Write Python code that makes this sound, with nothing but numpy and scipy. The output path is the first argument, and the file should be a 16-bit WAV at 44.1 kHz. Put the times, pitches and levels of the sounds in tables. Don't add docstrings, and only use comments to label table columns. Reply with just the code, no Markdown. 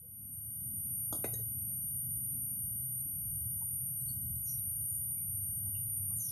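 import sys
import numpy as np
from scipy import signal
from scipy.fft import rfft, irfft, next_fast_len
from scipy.io import wavfile
from scipy.ndimage import uniform_filter1d, map_coordinates

SR = 44100
rng = np.random.default_rng(int(sys.argv[2]) if len(sys.argv) > 2 else 0)


def transcribe(signal):
    frames = np.atleast_2d(signal).T
    limited = np.clip(frames, -1, 1)
    pcm = np.round(limited * 32767).astype(np.int16)
    wavfile.write(sys.argv[1], SR, pcm)


def voltage_ratio(decibels):
    exponent = np.asarray(decibels, float) / 20
    return 10 ** exponent


N = 278287
FADE_S = 1.01

# time_s, level_db
CICADA_LEVEL = [(0, -44), (.6, -41.5), (1.1, -42), (1.41, -44), (2.05, -41.5), (2.6, -41.5), (3.16, -42.5),
                (3.86, -41), (4.3, -44), (4.73, -41), (5.1, -41), (5.45, -41), (5.75, -42), (6.13, -40),
                (6.31, -42)]
# peak_s, strength_db
CICADA_CRESTS = [
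    (-.2, 4.5),
    (1.1, 3.5),
    (2.36, 3),
    (3.66, 2.6),
    (4.98, 3),
    (6.2, 3),
]
# time_s, rumble_db
FLOW_SURGE = [(0, -48), (.4, -51), (.67, -48.5), (1.11, -53), (1.35, -49.5), (2.2, -49.5), (2.49, -52.5),
              (2.67, -49), (2.92, -51.5), (3.34, -47), (4.05, -51), (4.3, -44), (4.47, -52), (4.8, -49),
              (5.2, -50), (5.68, -49), (5.9, -51), (6.31, -50.5)]
# freq_hz, density_db
RUMBLE_SPECTRUM = [(12, -40), (20, -32.5), (32, -21.5), (81, -1), (119, 1.5), (141, -0.5), (162, -9),
                   (195, -12.5), (260, -22.5), (340, -51.5), (570, -120)]
# freq_hz, density_db
WASH_SPECTRUM = [(90, -73), (150, -2.5), (200, 0.5), (260, -5.5), (330, -16), (420, -29.5), (600, -63.5)]
# freq_hz, density_db
HISS_SPECTRUM = [(210, -40), (350, -9.5), (620, -10.5), (960, -11), (2000, -14.5), (4000, -16.5),
                 (5700, -18), (7000, -14.5), (7900, -12.5), (8500, -7.5), (10300, -23)]
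# peak_s, length_s, level_over_wash_db
WASH_SWELLS = [(.25, 0.23, 15), (0.694, 0.31, 13.5), (1.225, .1, 13.5), (1.498, .3, 8.5), (1.95, .1, -1),
               (2.35, 0.41, 9.5), (3.35, 0.37, 4), (4.17, 0.11, 8.5), (5.3, 0.22, 4.5), (5.9, 0.25, 5)]
# start_s, blow_db, rattle_db, rattle_t60_s
ROD_KNOCKS = [
    (1.126, -30, -51.5, 0.24),
    (1.1482, -44, -57.5, 0.34),
    (1.2424, -26, -49.5, .3),
    (1.334, -40, -53.5, 0.23),
    (1.392, -47, -60.5, 0.24),
]
# centre_hz, width_hz, level_db
BUTT_MODES = [(272, 127, 3.5), (607, 420, -3.5), (1306, 330, -11.5), (3310, 150, -12), (3630, 210, -14),
              (4100, 120, -22), (4630, 210, -19), (4940, 63, -8.5), (5630, 210, -16.5), (6400, 420, -12),
              (7000, 270, -9), (8280, 130, 0), (8600, 200, -9)]
SHAFT_MODES = [(270, 210, -2), (407, 230, -1.5), (643, 330, 1), (1470, 490, -15), (2043, 210, -8),
               (2520, 360, -11.5), (3790, 270, -14), (4440, 190, -16), (5230, 400, -25), (6260, 350, -12),
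               (7100, 93, -8.5), (8540, 930, -9)]
TIP_MODES = [(440, 220, -4.5), (1874, 110, -4.5), (3830, 115, -2.5), (5000, 160, -19), (6410, 400, -3.5),
             (6980, 250, -9), (8300, 260, -2)]
GRIP_MODES = [(434, 160, 3), (1900, 120, -20), (6250, 300, -7)]
# start_s, pitch_hz, width_hz, level_db
LINE_TICKS = [(.323, 9330, 1600, -45), (.327, 7650, 200, -67), (.33, 14700, 503, -66),
              (.333, 13000, 605, -66), (1.128, 13270, 100, -80), (1.145, 14360, 80, -81),
              (1.24, 10710, 150, -68), (2.497, 5850, 1200, -81), (4.082, 4515, 160, -57.5),
              (4.747, 8400, 350, -65), (5.746, 2910, 200, -63)]
# start_s, pitch_hz, level_db, t60_s
WATER_DRIPS = [(.024, 490, -58, .2), (1.697, 570, -67, 0.11), (1.712, 1910, -76.5, 0.029),
               (2.35, 470, -76, .088), (3.059, 279, -57, 0.13), (3.611, 918, -64.5, 0.06),
               (3.885, 883, -80, .08), (5.101, 880, -70, 0.055), (5.16, 2310, -72.5, 0.23),
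               (5.432, 583, -78, .11), (5.578, 2070, -74, 0.11), (5.624, 860, -70, .3),
               (5.662, 272, -60.5, .095), (5.725, 847, -76, .1), (5.748, 2740, -67.5, .2),
               (6.099, 1150, -69.5, .09), (6.108, 810, -70.5, .038)]
# start_s, length_s, start_hz, end_hz, level_db
BIRD_SLIDES = [(4.433, .07, 6840, 6710, -60), (4.442, .035, 6800, 5470, -57.5),
               (4.469, 0.045, 5620, 5500, -60), (4.483, 0.014, 5900, 5830, -46.5),
               (4.48, 0.029, 6600, 5500, -60.5), (6.147, 0.029, 7460, 7150, -63),
               (6.157, .04, 7500, 6800, -54), (6.192, 0.057, 7494, 6100, -58),
               (6.179, .03, 6980, 6770, -53.5), (6.192, 0.055, 6660, 6450, -66),
               (6.185, 0.035, 6250, 6080, -43.5), (6.218, 0.0373, 6160, 5510, -51.5),
               (6.257, .045, 5720, 4960, -56), (6.262, 0.038, 6050, 5730, -50.5)]
# start_s, pitch_hz, level_db, hold_s
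BIRD_PEEPS = [(1.668, 4560, -82.5, 0.026), (1.82, 5960, -72, .011), (1.864, 3570, -77.5, 0.021),
              (3.432, 5620, -85, 0.045), (3.468, 7560, -73, .008), (3.52, 5580, -73.5, .014),
              (3.552, 6300, -75, 0.059), (3.562, 8270, -71.5, .016), (3.705, 5150, -83, .03),
              (3.999, 7950, -59, .015), (4.048, 7970, -65, .095), (4.235, 7960, -66.5, .036),
              (4.349, 7970, -63, 0.03), (4.582, 3830, -70.5, 0.0077), (4.869, 6250, -72, .02),
              (4.88, 7100, -65, 0.12), (4.935, 7750, -78.5, .012), (4.99, 7700, -78.5, .015),
              (5.34, 7950, -79, .025), (5.763, 3670, -80, .006), (5.765, 3920, -81, .04),
              (6.257, 3500, -77, .043), (6.298, 3470, -65, .02)]
# peak_s, build_s, pitch_hz, level_db
ENGINE_SWELLS = [(.45, .45, 111, -51), (1.46, 0.64, 113.5, -46), (2.9, 1, 126.3, -47), (3.3, 0.18, 53, -52),
                 (4.1, 0.48, 132.5, -48.5), (4.33, 0.17, 77.2, -46), (6.101, 1.12, 97.3, -44.5)]


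def unit(x):
    return x / np.sqrt(np.mean(np.abs(x) ** 2) + 1e-20)


def curve(rows):
    time_s, value = np.transpose(rows)
    return np.interp(np.arange(N) / SR, time_s, value)


def wobble(rate_hz, size):
    knots = rng.standard_normal(int(size / SR * 2000) + 4)
    return map_coordinates(knots, [np.arange(size) * np.clip(rate_hz, 0, 1999) / SR])


def filtered(x, response):
    m = next_fast_len(len(x) + 8192)
    return irfft(rfft(x, m) * response(np.fft.rfftfreq(m, 1 / SR)), m)[:len(x)]


def rush(response, patchy_db):
    z = signal.stft(rng.standard_normal(N + 512), nperseg=512)[2]
    field = uniform_filter1d(rng.standard_normal(z.shape), size=4, axis=0)
    field = uniform_filter1d(field, size=10, axis=1)
    patchy = signal.istft(z * voltage_ratio(patchy_db * unit(field)), nperseg=512)[1][:N]
    return unit(filtered(patchy, response))


def shape(points):
    f, db = np.transpose(points)
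    return lambda hz: voltage_ratio(np.interp(np.log(hz + 1), np.log(f + 1), db))


def bell(centre_hz, spread_hz, steep):
    return lambda hz: np.exp(-np.abs((hz - centre_hz) / spread_hz) ** steep)


def add(track, start_s, sound):
    part = track[round(start_s * SR):][:len(sound)]
    part += sound[:len(part)]


def suppressed(x, floor_db):
    z = signal.stft(x, nperseg=512, noverlap=384)[2]
    power = uniform_filter1d(np.abs(z) ** 2, size=3, axis=0)
    power = np.abs(uniform_filter1d(power, size=12, axis=1))
    kept = power ** 2 / (power ** 2 + voltage_ratio(4.05 * floor_db))
    return signal.istft(z * kept, nperseg=512, noverlap=384)[1][:N]


def plinks(notes):
    out, t = np.zeros(N), np.arange(SR // 3) / SR
    for start_s, pitch_hz, width_hz, level_db, hold_s, t60_s in notes:
        echo = unit(wobble(width_hz, len(t)) + 1j * wobble(width_hz, len(t)))
        blur = np.clip(width_hz / 300 + t / 0.031, 0, 1)
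        attack = 1 - np.exp(-(t / 0.0024) ** 2)
        accent = voltage_ratio(level_db + 3.0 + 1.5 * np.exp(-t / 0.0099))
        decay = voltage_ratio(-60 * np.maximum(t - hold_s, 0) / t60_s)
        tail = voltage_ratio(-15 - 60 * t / 0.33)
        tone = np.real((1 - blur + blur * echo) * np.exp(2j * np.pi * pitch_hz * t))
        add(out, start_s, attack * accent * (decay + tail) * tone)
    return out


def cicadas():
    rise_s, fall_s = .65, .48
    low_db, t = curve(CICADA_LEVEL), np.arange(N) / SR
    swell_db = np.max([db - 10 * np.abs((t - s) / np.where(t < s, rise_s, fall_s)) ** 2.7
                       for s, db in CICADA_CRESTS], axis=0)
    high_db = low_db + swell_db - 11 + 3.3 * (swell_db - 3.5) + 0.5
    crowd = rush(bell(centre_hz=9310, spread_hz=451, steep=2.8), patchy_db=0.64)
    crowd = signal.hilbert(crowd, next_fast_len(N))[:N]
    shift_hz = 9 * swell_db
    low = np.real(crowd * np.exp(2j * np.pi * np.cumsum(shift_hz) / SR))
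    high = voltage_ratio(high_db) * rush(bell(centre_hz=9712, spread_hz=244, steep=1.23), patchy_db=3.0)
    return voltage_ratio(low_db) * suppressed(low + high / voltage_ratio(low_db), floor_db=-35)


def flow():
    wash_db, hiss_db, early_hiss_db = -69, -74, 3
    t = np.arange(N) / SR
    slop_db = np.max([db * np.exp(-((t - s) / length_s) ** 2) for s, length_s, db in WASH_SWELLS], axis=0)
    rumble = voltage_ratio(curve(FLOW_SURGE)) * rush(shape(RUMBLE_SPECTRUM), patchy_db=0.0)
    wash_level = voltage_ratio(wash_db + slop_db + 0.59 * wobble(16, N))
    wash = wash_level * rush(shape(WASH_SPECTRUM), patchy_db=2.5)
    hiss_level = voltage_ratio(hiss_db + early_hiss_db * np.clip(1 - t / FADE_S, 0, 1))
    hiss = hiss_level * rush(lambda hz: shape(HISS_SPECTRUM)(hz) * (hz < 10250), patchy_db=1.06)
    return rumble + wash + hiss


def ringing(modes):
    def response(f):
        total = 0
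        for k, (centre_hz, width_hz, level_db) in enumerate(modes):
            damping = 1j * f * width_hz
            mode = (damping / (centre_hz * centre_hz - f * f + damping)) ** 2
            total = total + (-1) ** k * voltage_ratio(level_db) * mode
        return total * bell(centre_hz=0, spread_hz=9200, steep=12)(f)
    return response


def rod():
    out, t = np.zeros(N), np.arange(SR // 3) / SR
    parts = [BUTT_MODES, BUTT_MODES, SHAFT_MODES, TIP_MODES, GRIP_MODES]
    for (start_s, blow_db, rattle_db, t60_s), modes in zip(ROD_KNOCKS, parts):
        decay = voltage_ratio(-60 * t / t60_s) + 2.5 * voltage_ratio(-60 * t / 0.044)
        rattle = voltage_ratio(rattle_db + 18.5) * decay * rng.standard_normal(len(t))
        push = voltage_ratio(blow_db + 14) * np.exp(-((t - .0003) / .0001) ** 2)
        add(out, start_s, filtered(rattle - push, ringing(modes)))
    return out


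def ticks():
    hold_s, t60_cycles = 0.011, 630
    return plinks([(s, hz, width_hz, db, hold_s, t60_cycles / hz) for s, hz, width_hz, db in LINE_TICKS])


def drips():
    width_hz, hold_s = 47, 0.016
    return plinks([(s, hz, width_hz, db, hold_s, t60_s) for s, hz, db, t60_s in WATER_DRIPS])


def whistles():
    calls, t = np.zeros(N), np.arange(SR // 3) / SR
    for start_s, length_s, start_hz, end_hz, level_db in BIRD_SLIDES:
        u = np.arange(round(length_s * SR)) / (length_s * SR)
        pitch_hz = start_hz + (end_hz - start_hz) * u
        envelope = voltage_ratio(level_db) * np.sin(np.pi * u) ** 0.47
        add(calls, start_s, envelope * np.sin(2 * np.pi * np.cumsum(pitch_hz) / SR))
    trees = rng.standard_normal(len(t)) * voltage_ratio(-60 * t / 0.31 - 20 * (t / 0.22) ** 3)
    echoes = signal.fftconvolve(calls, trees / np.linalg.norm(trees))[:N]
    return voltage_ratio(-5.0) * calls + voltage_ratio(3.5) * echoes


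def peeps():
    width_hz, t60_s = 85, 0.1
    return plinks([(s, hz, width_hz, db, hold_s, t60_s) for s, hz, db, hold_s in BIRD_PEEPS])


def engine():
    beat_s, beat_db, dies_s, sag_hz_per_s = .39, 2.5, .11, 2
    out, t = np.zeros(N), np.arange(N) / SR
    for peak_s, build_s, pitch_hz, level_db in ENGINE_SWELLS:
        on = np.interp(t, [peak_s - build_s, peak_s, peak_s + dies_s], [0, 1, 0]) ** .45
        beating_db = beat_db * (np.cos(2 * np.pi * (t - peak_s) / beat_s) - 1)
        level = voltage_ratio(level_db + beating_db + 1.0 + 0.85 * wobble(6, N))
        hz = pitch_hz - sag_hz_per_s * (t - peak_s) + 1.435 * wobble(6, N)
        out += on * level * np.sin(2 * np.pi * np.cumsum(hz) / SR)
    return out


def whine():
    whine_hz, frames_hz, first_frame_s, level_db = 11730.615, 59.85, .0094, -41.5
    t = np.arange(N) / SR
    saw = ((t - first_frame_s) * frames_hz) % 1 - .5
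    tone = np.cos(2 * np.pi * whine_hz * t + 1.4 * saw)
    tone = unit(filtered(tone, bell(centre_hz=11722, spread_hz=182, steep=2.3)))
    fuzz = voltage_ratio(-25) * rush(bell(centre_hz=11745, spread_hz=190, steep=2), patchy_db=1)
    level = voltage_ratio(level_db + 0.1 * wobble(25, N))
    return filtered(level * (tone + fuzz), bell(centre_hz=11720, spread_hz=310, steep=12))


def scene():
    near = cicadas() + flow() + rod() + ticks() + drips()
    far = whistles() + peeps() + engine()
    return (near + far + whine())[None]


def camera_gain():
    fade_from, settle_db, settle_s = 0.2, .5, 0.32
    jump_at_s, jump_db, jump_rise_s, jump_back_s = 4.47, 1.5, 0.018, 0.21
    t = np.arange(N) / SR
    fade = np.minimum(fade_from + (1 - fade_from) * t / FADE_S, 1)
    overshoot_db = settle_db * np.exp(-np.maximum(t - FADE_S, 0) / settle_s)
    jump_rise = np.clip((t - jump_at_s) / jump_rise_s + .5, 0, 1)
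    excursion_db = jump_db * np.exp(-np.abs(t - jump_at_s) / jump_back_s) * jump_rise
    return fade * voltage_ratio(overshoot_db + excursion_db)


def band_limit(x):
    return signal.sosfilt(signal.butter(12, 15030, fs=SR, output="sos"), x)


def record(dry):
    mix = dry * camera_gain()
    return band_limit(mix)


dry = scene()
out = record(dry)
transcribe(out)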